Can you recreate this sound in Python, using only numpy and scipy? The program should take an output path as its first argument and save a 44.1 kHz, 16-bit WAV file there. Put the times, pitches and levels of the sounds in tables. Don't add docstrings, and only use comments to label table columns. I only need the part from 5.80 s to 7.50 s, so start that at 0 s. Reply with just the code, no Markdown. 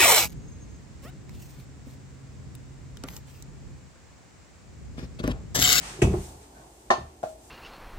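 import sys
import numpy as np
from scipy import signal
from scipy.io import wavfile

SR = 44100
rng = np.random.default_rng(int(sys.argv[2]) if len(sys.argv) > 2 else 0)


def pcm_store(signal):
    levels = np.round(np.clip(np.atleast_2d(signal), -1, 1) * 32767)
    wavfile.write(sys.argv[1], SR, levels.astype(np.int16).T)


N = 74970
T = np.arange(N) / SR

# t/s, level/dB
RUB_ENVELOPE = [(0, -45.5), (.04, -39.5), (.1, -40), (.16, -45.5), (.21, -50), (.35, -50), (.5, -59.5),
                (.57, -70), (.63, -56.5), (.7, -66), (.79, -60), (.9, -69.5), (1.3, -61), (1.7, -97)]
# f/Hz, relative level/dB
RUB_COLOUR = [(60, -23), (150, -19), (300, -11), (520, -8.5), (800, -1.5), (2300, 0.5), (4200, -1.5),
              (7800, 4), (11000, -11.5), (15000, -15)]

# f/Hz, relative level/dB
ROOM_TONE_COLOUR = [(25, -33), (40, -6), (56, 2.5), (90, -3), (160, -8.5), (270, 2), (370, 5.5),
                    (520, -2.5), (740, 6.5), (1200, -8), (2200, -10), (6000, -9.5), (15000, -16)]
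# f/Hz, level/dB
HUM_PARTIALS = [(57, -58.5), (120, -64.5)]
# t/s, level/dB
HISS_ENVELOPE = [(0, -83), (.25, -53), (.36, -52.5), (.44, -46), (.55, -54.5), (.7, -60), (1.0, -58),
                 (1.3, -65.5), (1.42, -60.5), (1.49, -54), (1.57, -60.5), (1.65, -56), (1.7, -55)]
# f/Hz, relative level/dB
HISS_COLOUR = [(300, -6), (2000, -5.5), (4500, -1), (7900, 8.5), (10500, 0.5), (15000, -3)]

# t/s, housing ring/dB, counter thump/dB, crack/dB, rattle/dB
HEAD_HITS = [(0.1893, -21, -26, -46, -18), (0.2179, -15.5, -35, 3.5, 3), (0.221, -1.5, -45, 6, 0.5),
             (0.2251, -52, 3, -7, 3.5), (0.2726, -9, -37, -32, -19), (0.3383, -5, -10.5, -38, -1),
             (1.181, -22, -23, -50, -27)]
# f/Hz, level/dB, t60/s
HOUSING_MODES = [(357, -27.5, 0.05), (358.3, -13, 0.12), (386, -20, 0.19), (615.5, -26.5, 0.12),
                 (713, -35.5, 0.21), (824, -35, 0.24), (1040, -43, 0.26)]
# f/Hz, level/dB, t60/s
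COUNTER_MODES = [(40.7, -31, 0.38), (75.86, -20, 0.68), (117, -15, 0.16), (134.2, -18, .3), (188, -21, 0.4),
                 (223.7, -26, 0.32)]
# f/Hz, octave level/dB, t60/s
STOP_CRACK = [(202, -39, 0.14), (810, -51, 0.18), (1300, -38, 0.075), (1690, -36, 0.057), (2200, -27, 0.11),
              (3120, -35, 0.1), (4600, -45.5, 0.093), (7340, -30.5, 0.11), (10260, -45.5, 0.072),
              (15000, -59, 0.039)]
# f/Hz, octave level/dB, t60/s
HINGE_RATTLE = [(200, -54, 0.11), (396, -28, 0.18), (513, -36.5, 0.18), (686, -32.5, 0.2),
                (1140, -37, 0.074), (1680, -60, 0.085), (6000, -68, .08)]
# t/s, level/dB
SHUDDER_ENVELOPE = [(.22, -46.5), (.24, -15), (.28, -30.5), (.33, -27), (.38, -32.5), (.41, -36),
                    (.44, -53), (.6, -52), (.7, -90)]
# f/Hz, relative level/dB
SHUDDER_COLOUR = [(30, -16), (45, 2), (80, -12.5), (160, -3.5), (280, -15), (370, 0), (500, -21),
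                  (750, -16), (1500, -26), (6000, -41)]
# f/Hz, level/dB, t60/s
KITCHEN_TAIL = [(58, -19.5, 0.61), (297, -18, 0.46), (690, -7, 0.3), (1560, -9.5, 0.33), (3800, -2, 0.28),
                (7740, -3.5, 0.26), (14900, 2, 0.19)]

# t/s, level/dB
SLIDE_ENVELOPE = [(.4, -70), (.47, -51.5), (.55, -52.5), (.65, -64), (.73, -59), (.8, -53), (.87, -54),
                  (.95, -78)]
# f/Hz, relative level/dB
SLIDE_COLOUR = [(60, -22), (130, 1.5), (250, -10), (380, -3), (520, -5.5), (760, 7), (1200, -7.5),
                (3000, -25), (10000, -30)]
# t/s, level/dB
FOOT_BUMPS = [(0.496, -30), (0.769, -36.5), (1.21, -24.5), (1.235, -21)]
# t/s, level/dB
SQUEAK_ENVELOPE = [(.7, -92), (.77, -56), (.83, -66), (.9, -90)]

# t/s, ring/dB, crack/dB
LOCK_HITS = [(1.1026, 0.5, -40), (1.1052, -21, 9), (1.1101, -16, -7), (1.1188, -32, -8)]
# f/Hz, level/dB, t60/s
LOCK_MODES = [(367, -21.5, 0.13), (511, -28.5, 0.098), (622, -26.5, 0.29), (720, -17.5, 0.1),
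              (834, -25.5, 0.064), (939, -25, 0.17), (1040, -20, 0.2), (1071, -20.5, .18),
              (1088, -22.5, 0.23), (1143, -27, 0.25), (1273, -23.5, 0.1), (1791, -13.5, 0.087),
              (1873, -20.5, 0.08), (2830, -32.5, 0.16), (3654, -31.5, 0.08), (4690, -45, 0.11),
              (6270, -35.5, 0.12)]
# f/Hz, octave level/dB, t60/s
LOCK_CRACK = [(110, -54.5, 0.2), (253, -47, 0.3), (370, -40, 0.16), (703, -18, 0.11), (1292, -32, 0.21),
              (1800, -43, 0.097), (2360, -43.5, 0.25), (4300, -38, 0.12), (6470, -39.5, 0.12),
              (8800, -51.5, 0.098), (14100, -61, 0.11)]

# t/s, ring/dB, crack/dB
KNOCK_HITS = [(1.4301, -9.5, 4), (1.4359, 0, -6.5), (1.4387, -6.5, -3)]
# f/Hz, level/dB, t60/s
KNOCK_MODES = [(633, -29, 0.26), (664, -37.5, 0.26), (676, -16.5, 0.032), (713.6, -33.5, 0.14),
               (792, -39, 0.16)]
# f/Hz, octave level/dB, t60/s
KNOCK_CRACK = [(151, -52, 0.14), (405, -48, 0.096), (650, -34, 0.21), (960, -49, .1), (1250, -43, 0.15),
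               (2090, -58.5, 0.21), (6400, -54.5, 0.13), (14000, -66, .08)]

# f/Hz, side against mid/dB
STEREO_WIDTH = [(60, -18), (150, -16.5), (380, -10.5), (690, -1.5), (1200, 1.5), (15000, -0.5)]


def from_db(db):
    return 10 ** (np.asarray(db) / 20)


def rms_one(x):
    return x / np.sqrt(np.mean(x ** 2) + 1e-20)


def at_hz(table, hz):
    freqs, *columns = np.transpose(table)
    return [np.interp(np.log(hz), np.log(freqs), c) for c in columns]


def envelope(points):
    return from_db(np.interp(T, *np.transpose(points)))


def attack(seconds):
    return 1 - np.exp(-T / seconds)


def decay(t60):
    return np.exp(-np.log(1000) * T / t60)


def noise_bands():
    edges = 22 * 2 ** (np.arange(30) / 3)
    white = rng.standard_normal((2, 2, N + SR // 4))
    for k, (low, high) in enumerate(zip(edges, edges[1:])):
        bandpass = signal.butter(2, [low, high], "band", fs=SR, output="sos")
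        mid, side = signal.sosfilt(bandpass, white[k % 2])[:, -N:]
        hz = np.sqrt(low * high)
        width = from_db(at_hz(STEREO_WIDTH, hz)[0])
        yield hz, rms_one(mid + width * side * [[1], [-1]])


def noise(colour):
    return rms_one(sum(from_db(at_hz(colour, hz)[0]) * band for hz, band in noise_bands()))


def ring(modes, attack_s, right_lag_s=0):
    ear_time = np.maximum(T - [[0], [right_lag_s]], 0)
    partials = sum(from_db(db) * decay(t60) * np.sin(2 * np.pi * hz * ear_time) for hz, db, t60 in modes)
    return attack(attack_s) * partials


def crack(dense_modes, attack_s=0.00031):
    burst = 0
    for hz, band in noise_bands():
        db, t60 = at_hz(dense_modes, hz)
        burst += from_db(db) * decay(t60) * band
    return attack(attack_s) * burst / np.sqrt(3)


def trigger(one_shot, times, levels_db):
    out = np.zeros((2, N))
    for t, db in zip(times, levels_db):
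        start = int(t * SR)
        out[:, start:] += from_db(db) * one_shot[:, :N - start]
    return out


def rubbing_swish():
    return envelope(RUB_ENVELOPE) * noise(RUB_COLOUR)


def room_bed(tone_db=-54.5):
    hum = sum(from_db(db) * np.sin(2 * np.pi * (hz * T + rng.random())) for hz, db in HUM_PARTIALS)
    tone = from_db(tone_db) * noise(ROOM_TONE_COLOUR)
    hiss = envelope(HISS_ENVELOPE) * noise(HISS_COLOUR)
    return tone + hum + hiss


def head_impact():
    times, ring_db, thump_db, crack_db, rattle_db = np.transpose(HEAD_HITS)
    housing = trigger(ring(HOUSING_MODES, attack_s=0.00034), times, ring_db)
    counter = trigger(counter_thump(), times, thump_db)
    stop = trigger(crack(STOP_CRACK), times, crack_db)
    hinge = trigger(crack(HINGE_RATTLE), times, rattle_db)
    shudder = envelope(SHUDDER_ENVELOPE) * noise(SHUDDER_COLOUR)
    return housing + counter + stop + hinge + shudder


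def counter_thump():
    return ring(COUNTER_MODES, attack_s=0.0019)


def kitchen_reverb(source, predelay_s=0.006):
    tail = 0
    for hz, band in noise_bands():
        db, t60 = at_hz(KITCHEN_TAIL, hz)
        spectrum_share = hz * (2 ** (1 / 6) - 2 ** (-1 / 6)) / (SR / 2)
        tail += from_db(db) * rms_one(band * decay(t60)) * np.sqrt(spectrum_share / N)
    mono_send = source.mean(axis=0)[None]
    return signal.fftconvolve(mono_send, trigger(tail, [predelay_s], [0]), axes=1)[:, :N]


def hand_slide():
    return envelope(SLIDE_ENVELOPE) * noise(SLIDE_COLOUR)


def settling_feet(damping_t60_s=0.19, high_cut_hz=260):
    bumps = trigger(counter_thump() * decay(damping_t60_s), *np.transpose(FOOT_BUMPS))
    return signal.sosfilt(signal.butter(2, high_cut_hz, fs=SR, output="sos"), bumps)


def squeak(pitch_hz=1520, width_hz=110):
    resonance = signal.iirpeak(pitch_hz, pitch_hz / width_hz, fs=SR)
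    friction = rng.standard_normal((2, N))
    pitched = signal.lfilter(*resonance, signal.lfilter(*resonance, friction))
    return envelope(SQUEAK_ENVELOPE) * rms_one(pitched)


def clack(hits, modes, dense_modes, right_lag_s, attack_s=0.0012):
    times, ring_db, crack_db = np.transpose(hits)
    body = trigger(ring(modes, attack_s, right_lag_s), times, ring_db)
    return body + trigger(crack(dense_modes), times, crack_db)


def lock_snap(high_cut_hz=11000):
    snap = clack(LOCK_HITS, LOCK_MODES, LOCK_CRACK, right_lag_s=0.0002)
    return signal.sosfilt(signal.butter(8, high_cut_hz, fs=SR, output="sos"), snap)


def hollow_knock():
    return clack(KNOCK_HITS, KNOCK_MODES, KNOCK_CRACK, right_lag_s=0.00018)


def scene():
    hits = lock_snap() + hollow_knock() + head_impact() + settling_feet()
    reverb = kitchen_reverb(hits)
    friction = squeak() + rubbing_swish() + hand_slide()
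    return hits + reverb + friction + room_bed()


def record(dry, low_cut_hz=38, high_cut_hz=15400):
    thinned = signal.sosfilt(signal.butter(6, low_cut_hz, "high", fs=SR, output="sos"), dry)
    return signal.sosfilt(signal.ellip(10, .1, 80, high_cut_hz, fs=SR, output="sos"), thinned)


dry = scene()
out = record(dry)
pcm_store(out)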